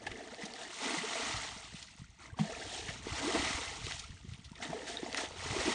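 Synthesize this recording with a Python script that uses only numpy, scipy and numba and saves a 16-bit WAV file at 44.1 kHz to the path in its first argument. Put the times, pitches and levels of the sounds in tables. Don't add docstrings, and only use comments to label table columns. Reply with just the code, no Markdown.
import sys
import numpy as np
from scipy import signal
from scipy.fft import rfft, irfft
from scipy.io import wavfile
from scipy.ndimage import uniform_filter1d
from numba import njit

SR = 44100
rng = np.random.default_rng(int(sys.argv[2]) if len(sys.argv) > 2 else 0)


def materialize(psi):
    bounded = np.clip(np.atleast_2d(psi).T, -1, 1)
    quanta = np.round(bounded * 32767).astype(np.int16)
    wavfile.write(sys.argv[1], SR, quanta)


N = 253134
T = np.arange(N) / SR

# start in seconds, rise in
# seconds, hold in seconds, level in dB, gurgle in dB against that level.
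LOADS = [(.775, .075, .11, -41, -2), (1.06, .1, .17, -42.5, -7), (3.02, .31, .19, -40.5, -1.5),
         (5.35, .32, .1, -39.5, -3)]
# start and end in seconds, level in dB, brightness in dB, share of
FILLS = [(-.02, 0.711, -55, -1.17, 0.75), (2.357, 2.93, -50.5, 0.86, 0.77), (4.591, 5.28, -51, -1, 0.66)]
# start in seconds, time to
# the peak in seconds, level in dB, brightness in dB.
WAVELETS = [(.378, .055, -49.5, -3), (.52, .09, -50, -1), (.67, .08, -55, 5.5), (1.70, .08, -63, 9),
            (1.96, .035, -66, 3.5), (2.17, .06, -56, -3.5), (2.635, .11, -58, 11), (3.79, .1, -52.5, 6),
            (4.25, .08, -65, 4), (4.43, .06, -67, 2), (4.53, .075, -55.5, -4), (4.605, .03, -49.5, 0),
            (4.853, .043, -50, 3.5), (5.14, .05, -43, 0)]
# frequency in Hz, gain in dB.
BUBBLE_EQ = [(220, -1.5), (320, -3), (420, -1), (550, -5), (700, -2.5), (950, -1), (1300, -1), (2400, 0.5),
             (3500, 2), (4500, 1), (6500, 0.5), (8000, 3.5), (9800, -5.5)]
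# frequency in Hz, gain in dB.
HOLLOW_EQ = [(600, 5.5), (740, 8.5), (900, 0), (1080, -6), (1450, -4), (1750, 9.5), (1930, -1),
             (2150, -2.5), (2450, -6.5)]
# start in
# seconds, pitch in Hz, peak in dB, cycles to the peak.
RINGS = [(.0675, 1674, -30.5, 4.9), (.071, 774, -34, 1.8), (.11, 327, -46, 2.5), (.433, 183, -40, 1.2),
         (.899, 329, -44, 4.8), (.934, 292, -36, 2.4), (.972, 161, -41.5, 1.5), (1.034, 388, -37.5, 2.1),
         (2.3, 1560, -46, 4.2), (2.492, 616, -41.5, 3.9), (2.5495, 2450, -37.5, 2.4),
         (2.614, 1590, -38.5, 5.2), (3.069, 333, -29.5, 0.38), (3.244, 273, -32.5, 1.3),
         (3.268, 320, -30.5, 2.5), (3.344, 302, -28.5, 2.8), (3.869, 334, -38, 0.48),
         (4.038, 1294, -45, 3.7), (4.249, 318, -51, 1.1), (4.652, 3700, -31, 1.4),
         (4.688, 150.5, -40.5, 1.6), (4.730, 650, -29.5, 1.3), (4.744, 386, -38, 2.3),
         (4.971, 3700, -27, 2.8), (5.030, 303, -29.5, 0.8), (5.062, 680, -35, 1.6), (5.147, 1940, -31, 1.8),
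         (5.235, 300, -37.5, .9), (5.564, 339, -28.5, 0.94), (5.588, 340, -35.5, 2), (5.656, 316, -32, 2.2),
         (5.675, 315, -27, 1.3), (5.68, 205, -33.5, 1.4)]
# pitch in Hz, peak in dB, time to the peak
# in seconds, climb in octaves over five times that time.
PLUNGE_GULPS = [(158, -26, .011, 0.086), (207, -27, 0.014, .01)]
# start in seconds, level in dB, band centre in Hz, time to the
# peak in seconds.
WATER_SLAPS = [(0.0652, -38.5, 2510, 0.0035), (0.1144, -42, 1920, 0.0027), (0.3448, -42.5, 3530, 0.00099),
               (0.451, -43, 4860, 0.0045), (.537, -36.5, 3750, 0.00053), (1.826, -41, 3740, 0.0017),
               (2.389, -45, 2780, 0.0091), (2.882, -40, 1800, 0.0063), (3.349, -32.5, 790, 0.0077),
               (3.866, -36, 3000, 0.0016), (3.909, -36, 1600, 0.002), (3.921, -30.5, 2400, 0.00061),
               (3.993, -39.5, 4500, .003), (4.335, -48.5, 3120, .0013), (4.442, -51.5, 3670, 0.0068),
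               (4.518, -42.5, 3200, 0.00027), (4.554, -49, 3400, 0.0018), (4.623, -39, 2000, 0.0038),
               (4.729, -44.5, 830, 0.0032), (5.128, -32.5, 3650, 0.00059), (5.146, -27, 1940, .0006),
               (5.172, -32.5, 4480, 0.0021), (5.177, -34.5, 1510, 0.0049)]
# pitch in Hz, relative level in dB, seconds to fall by 60 dB.
WALL_MODES = [(755, 1.5, 0.081), (960, 6, 0.024), (1100, -3, 0.044), (1480, -6, .03), (1860, -17, 0.084),
              (3280, -9, 0.051)]
# time in seconds, level in dB before gusts.
WIND_LEVELS = [(0.0, -67), (0.1, -59), (0.25, -74), (0.65, -78), (1.2, -68), (1.38, -54), (1.55, -62),
               (2.2, -62), (2.75, -59.5), (3.15, -52.5), (3.7, -56), (4.3, -54), (4.7, -60), (4.85, -61.5),
               (5.25, -62.5), (5.5, -49), (5.74, -55.5)]
# start in seconds, pitch in Hz, peak in dB.
BUFFETS = [(1.341, 105, -35.5), (1.562, 182, -43), (1.743, 163, -37.5), (1.995, 119, -42),
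           (2.016, 146, -38.5), (2.326, 97, -38.5), (2.888, 129, -36), (3.118, 107, -33),
           (3.391, 76.5, -38), (3.545, 70.4, -35), (3.841, 98, -33.5), (4.1, 92, -37), (4.246, 171, -40),
           (4.286, 100, -37), (4.32, 112, -36.5), (4.515, 186, -38.5), (5.503, 103, -31.5)]
# frequency in Hz, relative level in dB.
RUMBLE_EQ = [(15, -41), (35, -6.5), (60, 8.5), (100, 2.5), (180, -7), (300, -19.5), (600, -52.5),
             (2000, -75)]
AIR_EQ = [(30, 8), (200, 20), (500, -9), (2000, 6), (6000, -13), (10000, -21.5)]
# centre in Hz, width in Hz, gain in dB.
MIC_EQ = [(1070, 93, -3), (1630, 375, -4.5), (1984, 334, 3.5), (4890, 280, -3.5), (7780, 1170, -5.5)]

POUR_RISE_POWER = (1.3, .6, .6)
POUR_FALL_DB_PER_S = (44, 43, 34)
FILL_BALANCE_DB, FILL_TREND_DB_PER_S = (-2.5, 0, -0.97), (-9, -4, 2)
TRICKLE_DB = (-80, -73, -74)

SECOND_KNOCK_S, PLUNGE_S = 2.3885, 2.395
DRIPS_PER_S, DRIP_HZ, DRIP_DB = 5.4, (910, 5040), -55.5
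GULPS_PER_S, GULP_HZ, GULP_OVER_FILL_DB = 12, (1090, 4800), 2.5
PUFFS_PER_S, PUFF_HZ, PUFF_OVER_WIND_DB = 8, (55, 240), 7


def water(lap_db=0.66, deep_lap_db=1.63):
    gurgle_db, slosh_db, spray_db = stirring() + lap_db * drift(hz=14)
    gurgle_db = gurgle_db + deep_lap_db * drift(hz=7)
    clumps_db = drift(hz=53)
    gurgle = cloud(gurgle_db, 223, 667, spread_db=6, cycles=1.86, rise=0.047, froth=0.33, count=1500)
    slosh = cloud(slosh_db, 641.6, 2430, spread_db=2.5, cycles=2.3, rise=0.047, froth=0.7, count=4500)
    spray = cloud(spray_db, 2530, 9120, spread_db=4.5, cycles=2.9, rise=0.022, froth=1.39, count=16000)
    gurgle = steadied(gurgle) * gain_of(gurgle_db + 1.6)
    slosh = steadied(in_bucket(slosh) * gain_of(0.94 * clumps_db)) * gain_of(slosh_db + 0.57)
    spray = steadied(spray * gain_of(clumps_db)) * gain_of(spray_db + 0.92)
    return gurgle + slosh + spray


def stirring():
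    moves = [pour(*row) for row in LOADS]
    moves += [fill(*row[:-1]) for row in FILLS]
    moves += [swash(*row) for row in WAVELETS]
    power = sum(np.square(move) for move in moves)
    return 10 * np.log10(power + gain_of(TRICKLE_DB)[:, None] ** 2)


def pour(start, rise_s, hold_s, db, gurgle_db):
    landed = np.clip((T - start) / rise_s, 1e-9, 1)
    layers = zip((db + gurgle_db, db, db), (0, hold_s, hold_s), POUR_RISE_POWER, POUR_FALL_DB_PER_S)
    return [landed ** power * gain_of(level - fall * np.maximum(T - start - rise_s - held, 0))
            for level, held, power, fall in layers]


def fill(start, end, db, bright_db, attack_s=.05, fall_db_per_s=65):
    attack = np.clip((T - start) / attack_s, 0, 1)
    envelope = attack * gain_of(db - fall_db_per_s * np.maximum(T - end, 0))
    from_middle = np.clip(T, start, end) - (start + end) / 2
    layers = zip(FILL_BALANCE_DB, (-bright_db, 0, bright_db), FILL_TREND_DB_PER_S)
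    return [envelope * gain_of(level + tilt + trend * from_middle) for level, tilt, trend in layers]


def swash(start, peak_s, db, bright_db, gurgle_db=-10):
    u = np.maximum(T - start, 0) / peak_s
    envelope = (u * np.exp(1 - u)) ** 2
    return [envelope * gain_of(db + tilt) for tilt in (gurgle_db - bright_db, 0, bright_db)]


def cloud(level_db, lo_hz, hi_hz, spread_db, cycles, rise, froth, count):
    stir = gain_of(level_db - level_db.max())
    birth_rate = stir ** .4
    when, pitch, strength, damping, lift, sign = rng.random((count, 6)).T
    starts = np.minimum(np.searchsorted(np.cumsum(birth_rate), when * birth_rate.sum()), N - 1)
    hz = lo_hz * (hi_hz / lo_hz) ** pitch
    accent_db = spread_db * np.minimum(-np.log(1 - strength), 4)
    gains = gain_of(accent_db) * np.sqrt(hz) * np.sign(sign - .5)
    rings = bubbles(starts, hz, cycles * 2 ** (2 * damping - 1), rise * lift, gains)
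    f = np.fft.rfftfreq(N, 1 / SR) + 1
    pink_band = 1 / np.sqrt(f * (1 + (lo_hz / f) ** 12) * (1 + (f / hi_hz) ** 12))
    foam = unit_rms(irfft(rfft(rng.standard_normal(N)) * pink_band, N))
    return equalised(unit_rms(rings / np.sqrt(birth_rate)) + froth * stir ** 0.16 * foam, BUBBLE_EQ)


@njit
def bubbles(starts, hz, cycles, rise, gains):
    out = np.zeros(N)
    for k in range(len(starts)):
        life = cycles[k] * SR / hz[k]
        fade, step = 1., np.exp(-1 / life)
        for i in range(min(int(5 * life), N - starts[k])):
            u = i / life
            turns = cycles[k] * u * (1 + rise[k] * u / 2)
            out[starts[k] + i] += gains[k] * fade * (1 - fade * fade) * np.sin(2 * np.pi * turns)
            fade *= step
    return out


def in_bucket(x):
    inside = sum(share * ((T > start) & (T < end)) for start, end, _, _, share in FILLS)
    inside = uniform_filter1d(inside, size=2500)
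    return (1 - inside) * x + inside * equalised(x, HOLLOW_EQ)


def first_knock_and_pockets(climb_octaves=.35, full_climb_below_hz=400):
    out = np.zeros(N)
    rows = list(RINGS) + strays(0, T[-1], DRIPS_PER_S, DRIP_HZ, DRIP_DB)
    for start, end, db, _, _ in FILLS:
        rows += strays(start, end, GULPS_PER_S, GULP_HZ, db + GULP_OVER_FILL_DB)
    for start, hz, db, cycles in rows:
        octaves = climb_octaves * min(full_climb_below_hz / hz, 1)
        add(out, start, rising_ring(hz, db, cycles / hz, octaves))
    for row in PLUNGE_GULPS:
        add(out, PLUNGE_S, rising_ring(*row))
    return out


def rising_ring(hz, db, peak_s, octaves):
    u, envelope = swell(peak_s)
    turns = np.cumsum(hz * 2 ** (octaves * u / 5)) / SR
    return gain_of(db) * envelope * np.sin(2 * np.pi * turns)


def slaps(width_octaves=0.68, samples=2 ** 13):
    out = np.zeros(N)
    f = np.fft.rfftfreq(samples, 1 / SR)
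    for start, db, hz, peak_s in WATER_SLAPS:
        _, envelope = swell(peak_s)
        band = 1 / (1 + (np.log2((f + 1) / hz) / width_octaves) ** 2)
        burst = steadied(irfft(rfft(rng.standard_normal(samples)) * band), window=120)
        add(out, start, gain_of(db) * envelope * np.resize(burst, len(envelope)))
    return out


def second_knock(gain_db=-33, contact_s=0.00091):
    t, out = T[:SR // 4], np.zeros(N)
    ring = sum(gain_of(db - 60 * t / t60) * np.sin(2 * np.pi * hz * t) for hz, db, t60 in WALL_MODES)
    add(out, SECOND_KNOCK_S, gain_of(gain_db) * ring * (1 - np.exp(-t / contact_s)))
    return out


def banks(x, t60=.13, echo_db=-12, taps_per_s=2000, predelay_s=.004):
    t = T[:SR // 5]
    taps = rng.standard_normal(len(t)) * (rng.random(len(t)) < taps_per_s / SR)
    taps *= (t > predelay_s) * gain_of(-60 * t / t60)
    return x + gain_of(echo_db) * signal.oaconvolve(x, taps / np.linalg.norm(taps))[:N]


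def wind(lump_db=3.3, gust_db=3, trim_db=0.8, bump_cycles=0.6):
    lumpy_noise = rng.standard_normal(N) * gain_of(lump_db * drift(hz=28))
    rumble = steadied(equalised(lumpy_noise, RUMBLE_EQ), window=3000)
    strength_db = np.interp(T, *np.transpose(WIND_LEVELS))
    out = rumble * gain_of(strength_db + trim_db + gust_db * drift(hz=8.9))
    puffs = [(start, hz, db + np.interp(start, T, strength_db))
             for start, hz, db, _ in strays(0, T[-1], PUFFS_PER_S, PUFF_HZ, PUFF_OVER_WIND_DB)]
    for start, hz, db in list(BUFFETS) + puffs:
        u, envelope = swell(bump_cycles / hz)
        tone = np.sin(2 * np.pi * (bump_cycles * u + rng.random()))
        add(out, start, gain_of(db) * envelope ** 2 * tone)
    return out


def outdoor_air(db=-68):
    return gain_of(db) * unit_rms(equalised(rng.standard_normal(N), AIR_EQ))


def strays(start, end, per_s, hz_range, floor_db, spread_db=6, cycles=2.4):
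    lo_hz, hi_hz = hz_range
    waits, pitches, sizes = rng.random((64, 3)).T
    times = start + np.cumsum(2 * waits) / per_s
    return [(time, lo_hz * (hi_hz / lo_hz) ** pitch, floor_db + spread_db * size, cycles)
            for time, pitch, size in zip(times, pitches, sizes) if time < end]


def swell(peak_s):
    u = np.arange(0, 9, 1 / (peak_s * SR))
    return u, u * np.exp(1 - u)


def drift(hz):
    f = np.fft.rfftfreq(N, 1 / SR)
    return unit_rms(irfft(rfft(rng.standard_normal(N)) / (1 + (f / hz) ** 4), N))


def steadied(x, window=1900):
    power = uniform_filter1d(uniform_filter1d(x ** 2, window), window)
    return x / np.sqrt(abs(power) + 1e-3 * np.mean(x ** 2) + 1e-20)


def equalised(x, points):
    hz, db = np.transpose(points)
    f = np.fft.rfftfreq(len(x), 1 / SR)
    curve_db = np.interp(np.log(f + 1), np.log(hz + 1), db)
    return irfft(rfft(x) * gain_of(curve_db), len(x))


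def add(mix, start, sound):
    part = mix[max(round(start * SR), 0):][:len(sound)]
    part += sound[:len(part)]


def gain_of(db):
    return 10 ** (np.asarray(db) / 20)


def unit_rms(x):
    return x / np.sqrt(np.mean(x ** 2) + 1e-20)


def scene():
    bailing = water() + first_knock_and_pockets() + slaps() + second_knock()
    return (banks(bailing) + wind() + outdoor_air())[None]


def record(dry):
    f = np.fft.rfftfreq(N, 1 / SR)
    colour_db = sum(db / (1 + (2 * (f - hz) / width) ** 4) for hz, width, db in MIC_EQ)
    coloured = irfft(rfft(dry[0]) * gain_of(colour_db), N)
    lowpass = signal.firwin(1023, cutoff=9850, window=("kaiser", 9), fs=SR)
    return signal.oaconvolve(coloured, lowpass, "same")[None]


dry = scene()
out = record(dry)
materialize(out)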